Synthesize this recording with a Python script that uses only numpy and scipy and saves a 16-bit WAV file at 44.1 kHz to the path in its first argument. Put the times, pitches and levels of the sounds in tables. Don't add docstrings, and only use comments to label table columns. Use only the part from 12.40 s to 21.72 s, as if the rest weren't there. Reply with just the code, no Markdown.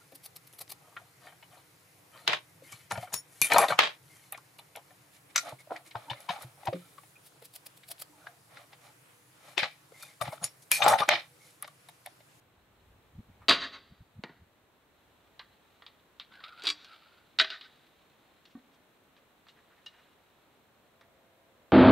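import sys
import numpy as np
from scipy import signal
from scipy.fft import rfft, irfft, next_fast_len
from scipy.io import wavfile
from scipy.ndimage import uniform_filter1d, minimum_filter1d, map_coordinates

SR = 44100
rng = np.random.default_rng(int(sys.argv[2]) if len(sys.argv) > 2 else 0)


def master_out(mix):
    frames = np.transpose(np.atleast_2d(mix))
    ceiling = np.clip(frames, -1, 1)
    pcm = np.round(ceiling * 32767).astype(np.int16)
    wavfile.write(sys.argv[1], SR, pcm)


N = 411012
T = np.arange(SR // 2) / SR
NOW = np.arange(N) / SR


def amp(db):
    return 10 ** (np.asarray(db) / 20)


def unit(x):
    return x / np.sqrt(np.mean(x ** 2) + 1e-20)


def unit_attack(x):
    return x / np.sqrt(np.mean(x[:SR // 200] ** 2) + 1e-20)


def along(points, hz):
    point_hz, value = np.transpose(points)
    return np.interp(np.log(hz + 1), np.log(point_hz + 1), value)


def curves(rows):
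    s, *columns = np.transpose(rows)
    return [np.interp(NOW, s, column) for column in columns]


def filtered(x, response):
    n = x.shape[-1]
    padded = next_fast_len(n + SR // 4)
    spectrum = rfft(x, padded) * response(np.fft.rfftfreq(padded, 1 / SR))
    return irfft(spectrum, padded)[..., :n]


def noise(spectrum, size=N):
    return unit(filtered(rng.standard_normal(size), lambda hz: amp(along(spectrum, hz))))


def wobble(rate):
    knots = rng.standard_normal(int(N * rate / SR) + 4)
    return map_coordinates(knots, [NOW * rate])


def add(track, s, sound):
    part = track[round(s * SR):][:len(sound)]
    part += sound[:len(part)]


def swells(rows):
    return sum(amp(db) * np.exp(-((NOW - s) / half) ** 2) for s, half, db in rows)


def rise(start, length):
    return np.clip((NOW - start) / length, 0, 1)


def resonant(modes, hz):
    centre, width, db = np.transpose(modes)[:, :, None]
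    power = (amp(db) * hz * width) ** 2 / ((centre ** 2 - hz ** 2) ** 2 + (hz * width) ** 2)
    return np.sqrt(np.sum(power, 0))


def ring(modes, scatter_db):
    hz, width, db = np.transpose(modes)[:, :, None]
    size = amp(db + scatter_db * rng.standard_normal(hz.shape))
    decay = np.exp(-np.pi * width * T)
    sines = np.sin(2 * np.pi * (hz * T + rng.random(hz.shape)))
    return unit_attack(np.sum(size * decay * sines, 0))


# pitch_hz, level_db
HUSH_SPECTRUM = [(20, -19), (70, -4.5), (250, -1.5), (600, -3), (1200, -7), (2500, -13.5), (4200, -19.5),
                 (5000, -38), (16000, -46.5)]
# pitch_hz, level_db
RUSTLE_SPECTRUM = [(300, -17), (1200, -2.5), (2000, -3.5), (3000, -2.5), (4000, 1), (4800, -16),
                   (9000, -19), (16000, -39.5)]
# centre_s, half_length_s, level_db
CLOTH_MOVES = [(3.15, 0.67, -75), (5.4, 1, -72.5), (7.55, 0.62, -74)]
STILL_CLOTH_DB, HUSH_DB = -82, -67
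DRONE_START_S, DRONE_RISE_S, DRONE_DB = 8.5, 0.13, -71


def outdoors():
    hush = amp(HUSH_DB + 0.55 * wobble(9.6)) * noise(HUSH_SPECTRUM)
    drone_modes = [(530, 27, -3.5), (670, 18, -2.5)]  # Hz, width Hz, dB
    drone = unit(filtered(rng.standard_normal(N), lambda hz: resonant(drone_modes, hz)))
    cloth = np.hypot(amp(STILL_CLOTH_DB), swells(CLOTH_MOVES))
    grain = amp(1.2 * wobble(16) + 2.1 * wobble(150))
    rustle = cloth * grain * noise(RUSTLE_SPECTRUM)
    return hush + amp(DRONE_DB) * rise(DRONE_START_S, DRONE_RISE_S) * drone + rustle


# centre_s, half_length_s, level_db
BREEZE_SPELLS = [(.7, 1.2, -70), (3.0, 0.81, -81)]
# centre_s, peak level_db
WIND_PUFFS = [(.431, -56), (.505, -55.5), (.565, -60), (.756, -46.5), (0.795, -37.5), (.897, -46.5),
              (1.03, -51.5), (1.52, -43.5), (1.611, -44.5), (1.764, -46.5), (1.792, -36), (2.02, -48)]
CALM_DB = -86.5
EDDY_HZ, EDDY_REF_DB, EDDY_DB_PER_OCTAVE, EDDY_CYCLES = 104.1, -46.5, 27, 1.6


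def wind():
    flutter = noise([(20, -20), (55, 2), (110, 3.5), (190, -9.5), (300, -19.0), (1500, -80)])
    air = (amp(CALM_DB) + swells(BREEZE_SPELLS)) * flutter
    centre = T[-1] / 2
    for s, db in WIND_PUFFS:
        hz = EDDY_HZ * 2 ** ((db - EDDY_REF_DB) / EDDY_DB_PER_OCTAVE)
        spectrum = [(hz / 5, -26), (hz / 2, -4), (hz, 0), (hz * 2, -12), (hz * 4, -42), (hz * 10, -90)]
        eddy = noise(spectrum, size=len(T))
        eddy = eddy * np.exp(-((T - centre) * hz / EDDY_CYCLES) ** 2)
        add(air, s - centre, amp(db) * eddy / np.abs(eddy).max())
    return air


# centre_s, level_db (before envelope and grain), pitch_hz
STOCK_BRUSHES = [(1.028, -60, 1140), (6.117, -69, 2960), (6.343, -72, 3208), (6.778, -70, 2390),
                 (7.101, -67, 3230), (7.179, -64.5, 1480), (7.324, -64.5, 1395), (7.389, -68, 1690),
                 (7.54, -64, 1590), (7.593, -63.5, 1474), (7.672, -70, 1500)]
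BRUSH_HALF_S = 0.019


def brushes():
    track, centre = np.zeros(N), T[-1] / 2
    envelope = np.exp(-((T - centre) / BRUSH_HALF_S) ** 2)
    for s, db, hz in STOCK_BRUSHES:
        spectrum = [(hz / 5, -25), (hz, -4), (hz, 0), (hz * 1.1, -3), (hz * 2, -14), (hz * 5, -38)]
        add(track, s - centre, amp(db) * noise(spectrum, size=len(T)) * envelope)
    return track * amp(1.4 * wobble(260))


# pitch_hz, level_db
CRACK_SPECTRUM = [(100, -18.5), (300, -13), (800, -7), (1400, -0.5), (2300, -7), (3700, -1), (4700, -7.5),
                  (5200, -13), (7000, -16), (10000, -26), (15000, -42)]


def blows(rows, modes, tone, ring_db, buzz_db, buzz_t60):
    edges = [(150, 800), (800, 2200), (2200, 5000), (5000, 15000)]
    registers = [signal.butter(5, band, "band", fs=SR, output="sos") for band in edges]
    body = resonant(modes, np.fft.rfftfreq(len(T), 1 / SR))
    track = np.zeros(N)
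    for s, db, thump_db, knock_db, edge_db, t60 in rows:
        crack = amp(-60 * T / t60) * noise(CRACK_SPECTRUM, size=len(T))
        chatter = irfft(body * rfft(rng.standard_normal(len(T))), len(T))
        buzz = amp(-60 * T / buzz_t60) * unit(chatter)
        blow = unit_attack(crack) + amp(ring_db) * ring(modes, scatter_db=4.5) + amp(buzz_db) * buzz
        blow = filtered(blow, lambda hz: amp(along(tone, hz)))
        for sos, weight_db in zip(registers, (thump_db, knock_db, 0, edge_db)):
            part = signal.sosfilt(sos, blow)
            loudest = uniform_filter1d(part ** 2, size=220).max()
            add(track, s, amp(db + weight_db) * part / np.sqrt(loudest))
    return track


# start_s, level_db, thump_db, knock_db, edge_db, crack_t60_s
SHOT_BLOWS = [(1.0833, -11.5, -14, -10.5, -19.5, 0.034), (1.0873, -11.5, -9, -5.5, -17, 0.15),
              (1.0941, -8, -15, -12.5, -14.5, 0.019), (1.1004, -13.5, -14.5, -15, -21.5, 0.033),
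              (1.11, -12, -21, 3, -16.5, 0.016), (1.1213, -17.5, -8, -8.5, -19.5, 0.16)]
# pitch_hz, width_hz, level_db
LIMB_MODES = [(262, 41, -6), (390, 19, -3.5), (499, 38, 0.5), (683, 17, -3), (1060, 81, 2), (1280, 46, -8),
              (1470, 58, -4), (1823, 80, 6.5), (2121, 44, -7.5), (2520, 50, -11), (2820, 82, -8),
              (2830, 74, -4), (3190, 70, -5), (3578, 68, -5.5), (3770, 54, 3.5), (3950, 57, 3.5),
              (4523, 47, 5), (4680, 29, 3.5)]
# pitch_hz, level_db
SHOT_COLOUR = [(150, -2), (280, -8), (490, 6.5), (680, 1), (820, -5), (1080, 0.5), (1500, -1),
               (2500, -2), (3500, -2.5), (4800, -2.5), (5600, -1.5), (9000, 2), (15000, 2)]
# pitch_hz, level_db
RECOIL_SPECTRUM = [(30, -22), (70, -8.5), (160, -5.5), (250, 0), (330, 1), (420, -4.5), (800, -34),
                   (2000, -70)]


def shot():
    bow = amp(-8.0) * blows(SHOT_BLOWS, LIMB_MODES, SHOT_COLOUR, ring_db=-3.0, buzz_db=-10.5, buzz_t60=0.18)
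    string_stop_s = SHOT_BLOWS[1][0]
    thud_envelope = amp(-60 * T / 0.23) * (1 - np.exp(-T / 0.0015))
    add(bow, string_stop_s, amp(-30.5) * noise(RECOIL_SPECTRUM, size=len(T)) * thud_envelope)
    add(bow, string_stop_s, amp(-40) * ring([(6212, 22, 0)], scatter_db=0))
    return bow


# delay_s, spread_s, level_db (before the wall colour)
WALL_ECHOES = [(0.014, 0.0079, -11.5), (0.057, 0.013, -26.5), (.133, 0.026, -20), (.25, 0.018, -31),
               (.35, .16, -44)]
# pitch_hz, t60_s
YARD_DECAY = [(150, 0.98), (1500, 0.44), (4500, 0.68), (8000, 0.32), (15000, 0.15)]
# pitch_hz, level_db
WALL_COLOUR = [(100, 0), (500, -3.5), (1100, 2.5), (1800, 5), (2600, -1), (3600, -0.5), (4800, -3.5),
               (6000, 2), (8000, -7), (15000, -17.5)]


def yard(x, tail_db):
    age = np.arange(SR) / SR
    hz, t, z = signal.stft(rng.standard_normal(SR), SR, nperseg=256)
    decay = amp(-60 * t / along(YARD_DECAY, hz)[:, None])
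    tail = signal.istft(z * decay, SR, nperseg=256)[1][:SR]
    answer = amp(tail_db) * tail / np.linalg.norm(tail)
    for delay, spread, db in WALL_ECHOES:
        echo = rng.standard_normal(SR) * np.exp(-((age - delay) / spread) ** 2)
        answer = answer + amp(db) * echo / np.linalg.norm(echo)
    answer = filtered(answer, lambda f: amp(along(WALL_COLOUR, f)))
    return signal.fftconvolve(x, answer)[:N]


# start_s, level_db, thump_db, knock_db, edge_db, crack_t60_s
BOLT_BLOWS = [(1.8365, -32.5, 2, 2.5, -13.5, 0.031), (1.843, -49, 7.5, 7, -30, 0.029),
              (1.893, -59, 17.5, 13, -25, 0.063)]
# pitch_hz, width_hz, level_db
TARGET_MODES = [(850, 94, 2), (1290, 53, -15), (1880, 130, 6), (2370, 39, 6), (2660, 35, -11),
                (3900, 35, -3), (4330, 23, -13)]
# pitch_hz, level_db
TARGET_RADIATION = [(150, 16), (450, 5), (700, -8), (2000, -8), (4400, 3), (6000, -1), (15000, -16)]


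def bolt():
    return amp(-7.5) * blows(BOLT_BLOWS, TARGET_MODES, TARGET_RADIATION, ring_db=-14, buzz_db=-10, buzz_t60=0.15)


# start_s, level_db, knock_db, edge_db
LIGHT_CONTACTS = [(2.9937, -32, -5, -20), (3.4215, -44, 2.5, -26), (3.464, -34.5, -14, -19),
                  (3.798, -27, -13, -20.5), (3.921, -50.5, 3, -30), (4.0037, -47, 4.5, -27),
                  (4.0385, -32, -10.5, -29), (4.4456, -40.5, -9, -5), (5.2105, -34.5, -13, -22),
                  (6.0539, -46.5, -10, -9), (6.765, -54.5, -1, -25), (7.0673, -55, 6, -17),
                  (7.0851, -44, -10, -14), (7.461, -42.5, -5, -3), (8.6105, -52.5, 4.5, -6)]
# pitch_hz, width_hz, level_db
FITTING_MODES = [(1200, 130, 1.5), (1360, 70, -27), (1920, 410, -0.5), (2905, 110, -5.5), (3304, 61, 1.5),
                 (3680, 40, 0), (4036, 104, 0.5), (4400, 200, -8)]
# pitch_hz, level_db
CLICK_RADIATION = [(150, -19), (600, 2.5), (4500, 2), (5500, 5.5), (8000, -5), (15000, -6)]
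# start_s, level_db (relative)
SPRING_PINGS = [(7.0876, -54), (7.462, -36.5)]
# pitch_hz, width_hz, level_db
SPRING_MODES = [(1810, 16, -8), (2858, 33, 7), (3950, 24, -2.5), (5240, 41, -8.5)]
# start_s, level_db (relative)
REST_BUMPS = [(6.151, -45), (6.172, -52)]
# pitch_hz, width_hz, level_db
REST_MODES = [(252, 37, 2.5), (740, 32, -18), (1144, 51, -16), (1512, 73, -16), (1830, 71, -18)]
CLACK_THUMP_DB, CLACK_T60_S = -9.5, 0.036


def handling():
    contacts = []
    for s, db, knock_db, edge_db in LIGHT_CONTACTS:
        contacts.append((s, db, knock_db + CLACK_THUMP_DB, knock_db, edge_db, CLACK_T60_S))
    bow = amp(-10.5) * blows(contacts, FITTING_MODES, CLICK_RADIATION, ring_db=-2.5, buzz_db=-4, buzz_t60=0.15)
    for s, db in SPRING_PINGS:
        add(bow, s, amp(db - 2.0) * ring(SPRING_MODES, scatter_db=1.5) * (1 - np.exp(-T / 0.0031)))
    for s, db in REST_BUMPS:
        add(bow, s, amp(db + 7.5) * ring(REST_MODES, scatter_db=1) * (1 - np.exp(-T / 0.0036)))
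    return bow


# start_s, hold_s, fade_db_per_s, creak_level_db, scrape_level_db
LEVER_STROKES = [(3.897, 0.27, 188, -57, -62), (4.413, .19, 77, -63, -60)]
# centre_s, half_length_s, level_db
STRING_SQUEAKS = [(4.235, 0.018, -58), (4.528, 0.016, -58)]
# centre_s, half_length_s, level_db
CATCH_CLIMB = [(4.275, .05, -42)]
# time_s, pitch_hz of the resonance
CREAK_PITCH = [
    [(3.9, 1432), (4.006, 1573), (4.038, 1417), (4.12, 1346), (4.22, 1510), (4.3, 1350)],
    [(4.43, 1540), (4.47, 1535), (4.516, 1308), (4.634, 1329), (4.76, 1468), (4.8, 1410)],
]
# pitch_hz, level_db
SCRAPE_SPECTRUM = [(350, -51), (600, -17.5), (1120, -20.5), (1320, -25.5), (1560, -11), (1700, -18.5),
                   (2290, -16), (3980, -14.5), (4810, -20), (5800, -40), (12000, -42), (15600, -69.5),
                   (22000, -120)]
STROKE_ATTACK_S = 0.041


def string_rub():
    creak_gain, scrape_gain = swells(STRING_SQUEAKS), swells(CATCH_CLIMB)
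    for start, hold, fade_db_per_s, creak_db, scrape_db in LEVER_STROKES:
        fading_s = np.maximum(NOW - start - STROKE_ATTACK_S - hold, 0)
        effort = rise(start, STROKE_ATTACK_S) * amp(-fade_db_per_s * fading_s)
        creak_gain = creak_gain + amp(creak_db) * effort
        scrape_gain = scrape_gain + amp(scrape_db) * effort
    creak_hz, = curves(np.vstack(CREAK_PITCH))
    phase = 2 * np.pi * np.cumsum(creak_hz * (1 + 0.04 * wobble(70))) / SR
    grip = amp(3.25 * wobble(55))
    creak = unit(grip * (wobble(220) * np.sin(phase) + wobble(240) * np.cos(phase)))
    scrape = unit(grip * noise(SCRAPE_SPECTRUM) * amp(3.17 * wobble(320)))
    return creak_gain * creak + scrape_gain * scrape


# start_s, level_db, thump_db, knock_db, edge_db, crack_t60_s
HOOK_BLOWS = [(4.221, -40, -20, -14, -14, 0.028), (4.2374, -41.5, -2, -11, -0.5, 0.042),
              (4.2553, -33, -21.5, -24, -9, 0.036), (4.2693, -18.5, -29, -18.5, -13.5, 0.043),
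              (4.2764, -21.5, -33, -18, -22, 0.066), (4.2884, -25, -26, -15.5, -9, 0.026),
              (4.3015, -21.5, -44, -17.5, -8, 0.012)]
# pitch_hz, width_hz, level_db
CATCH_MODES = [(300, 7.6, -9), (408, 18, -2), (1120, 21, -7), (1260, 40, -6.5), (1580, 110, -11),
               (2330, 65, -3.5), (2640, 34, -8), (3354, 25, -1), (3470, 41, -16), (3861, 54, -4.5),
               (4340, 57, -6), (4693, 110, 1.5), (5670, 230, -8), (7500, 750, -19.5)]
# pitch_hz, level_db
HOOK_COLOUR = [(150, -19), (290, 3), (560, -7), (1100, 5), (2500, -1), (4700, 0.5), (6000, -1),
               (9000, 0), (15000, -11)]
# start_s, level_db, thump_db, knock_db, edge_db, crack_t60_s
CLOSE_BLOWS = [(4.9871, -11.5, -30.5, -9.5, -23.5, 0.029), (4.9934, -17, -25, -14.5, -26, 0.015),
               (4.9975, -5.5, -31, -4.5, -25.5, 0.046), (5.0114, -16, -14, -9.5, -14.5, 0.045),
               (5.0444, -25, -19, 0, -36, 0.022), (5.1024, -24.5, -20, -9, -25.5, 0.056)]
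# pitch_hz, width_hz, level_db
FRAME_MODES = [(290, 27, -2.5), (399, 10, 6), (652, 21, 8.5), (1095, 48.9, -8), (1275, 43.1, -7.5),
               (1519, 37, 2.5), (1800, 58, 2.5), (2050, 330, -5.5), (2500, 80, -2), (2790, 46, -5.5),
               (2900, 66, -4), (3277, 60, 1.5), (3600, 56, -6.5), (3864, 150, 0.5), (4195, 60, -8),
               (4580, 51, -11.5), (5640, 250, -16.5)]
# pitch_hz, level_db
CLOSE_COLOUR = [(150, -10), (380, 0.5), (520, -8.5), (660, 0), (820, -8.5), (1100, -11.5), (1550, -1),
                (2100, -6), (2600, -3.5), (4200, -2), (5100, -2), (6200, 6), (9000, 1), (15000, -3.5)]


def cocking():
    hook = amp(-3.5) * blows(HOOK_BLOWS, CATCH_MODES, HOOK_COLOUR, ring_db=-1.5, buzz_db=-4.5, buzz_t60=0.1)
    slam = amp(-10) * blows(CLOSE_BLOWS, FRAME_MODES, CLOSE_COLOUR, ring_db=-7.5, buzz_db=-5.0, buzz_t60=0.13)
    return hook, slam


def scene():
    fired, hit = shot(), bolt()
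    handled = handling() + string_rub() + brushes()
    hooked, closed = cocking()
    echoes = amp(3.0) * yard(fired, tail_db=-18.5)
    echoes += amp(-9.5) * yard(hit, tail_db=-6.0)
    echoes += amp(-3.5) * yard(closed + amp(-5.5) * hooked, tail_db=-17.5)
    echoes += amp(-2.0) * yard(handled, tail_db=-18.0)
    mono = fired + hit + hooked + closed + handled + echoes + wind() + outdoors()
    return np.array([mono, mono])


def gain_control(x, threshold_db, depth_db):
    power = uniform_filter1d(x[0] ** 2, size=SR // 10)
    level_db = 10 * np.log10(np.abs(power) + 1e-12)
    cut_db = np.clip(threshold_db - level_db, -depth_db, 0)
    hold = SR + SR // 4
    held = minimum_filter1d(cut_db, hold, origin=(hold - 1) // 2)
    return x * amp(uniform_filter1d(held, SR // 3, origin=(SR // 3 - 1) // 2))


# pitch_hz, level_db
HISS_SPECTRUM = [(100, -4.5), (5000, -2.5), (8700, 0), (10000, -7), (11500, 1.5), (15500, -1.5)]
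# pitch_hz, level_db
DIFFUSE_SPECTRUM = [(18, -37), (30, -8.5), (140, -0.5), (256, -1.5), (921, -1.5), (3880, -8), (4910, -16),
                    (8500, -15.5), (9940, -17.5), (14000, -15), (15500, -20.5)]
TOP_HZ = 15750


def record(dry):
    hiss = amp(-77.5) * noise(HISS_SPECTRUM)
    delayed = np.roll(dry[0], SR // 4000)
    side = amp(-47.5) * delayed + amp(-71.5) * noise(DIFFUSE_SPECTRUM)
    pair = dry + hiss + side * np.array([[1], [-1]])
    sound = gain_control(pair, threshold_db=-22.5, depth_db=3)
    return filtered(sound, lambda hz: hz < TOP_HZ)


dry = scene()
out = record(dry)
master_out(out)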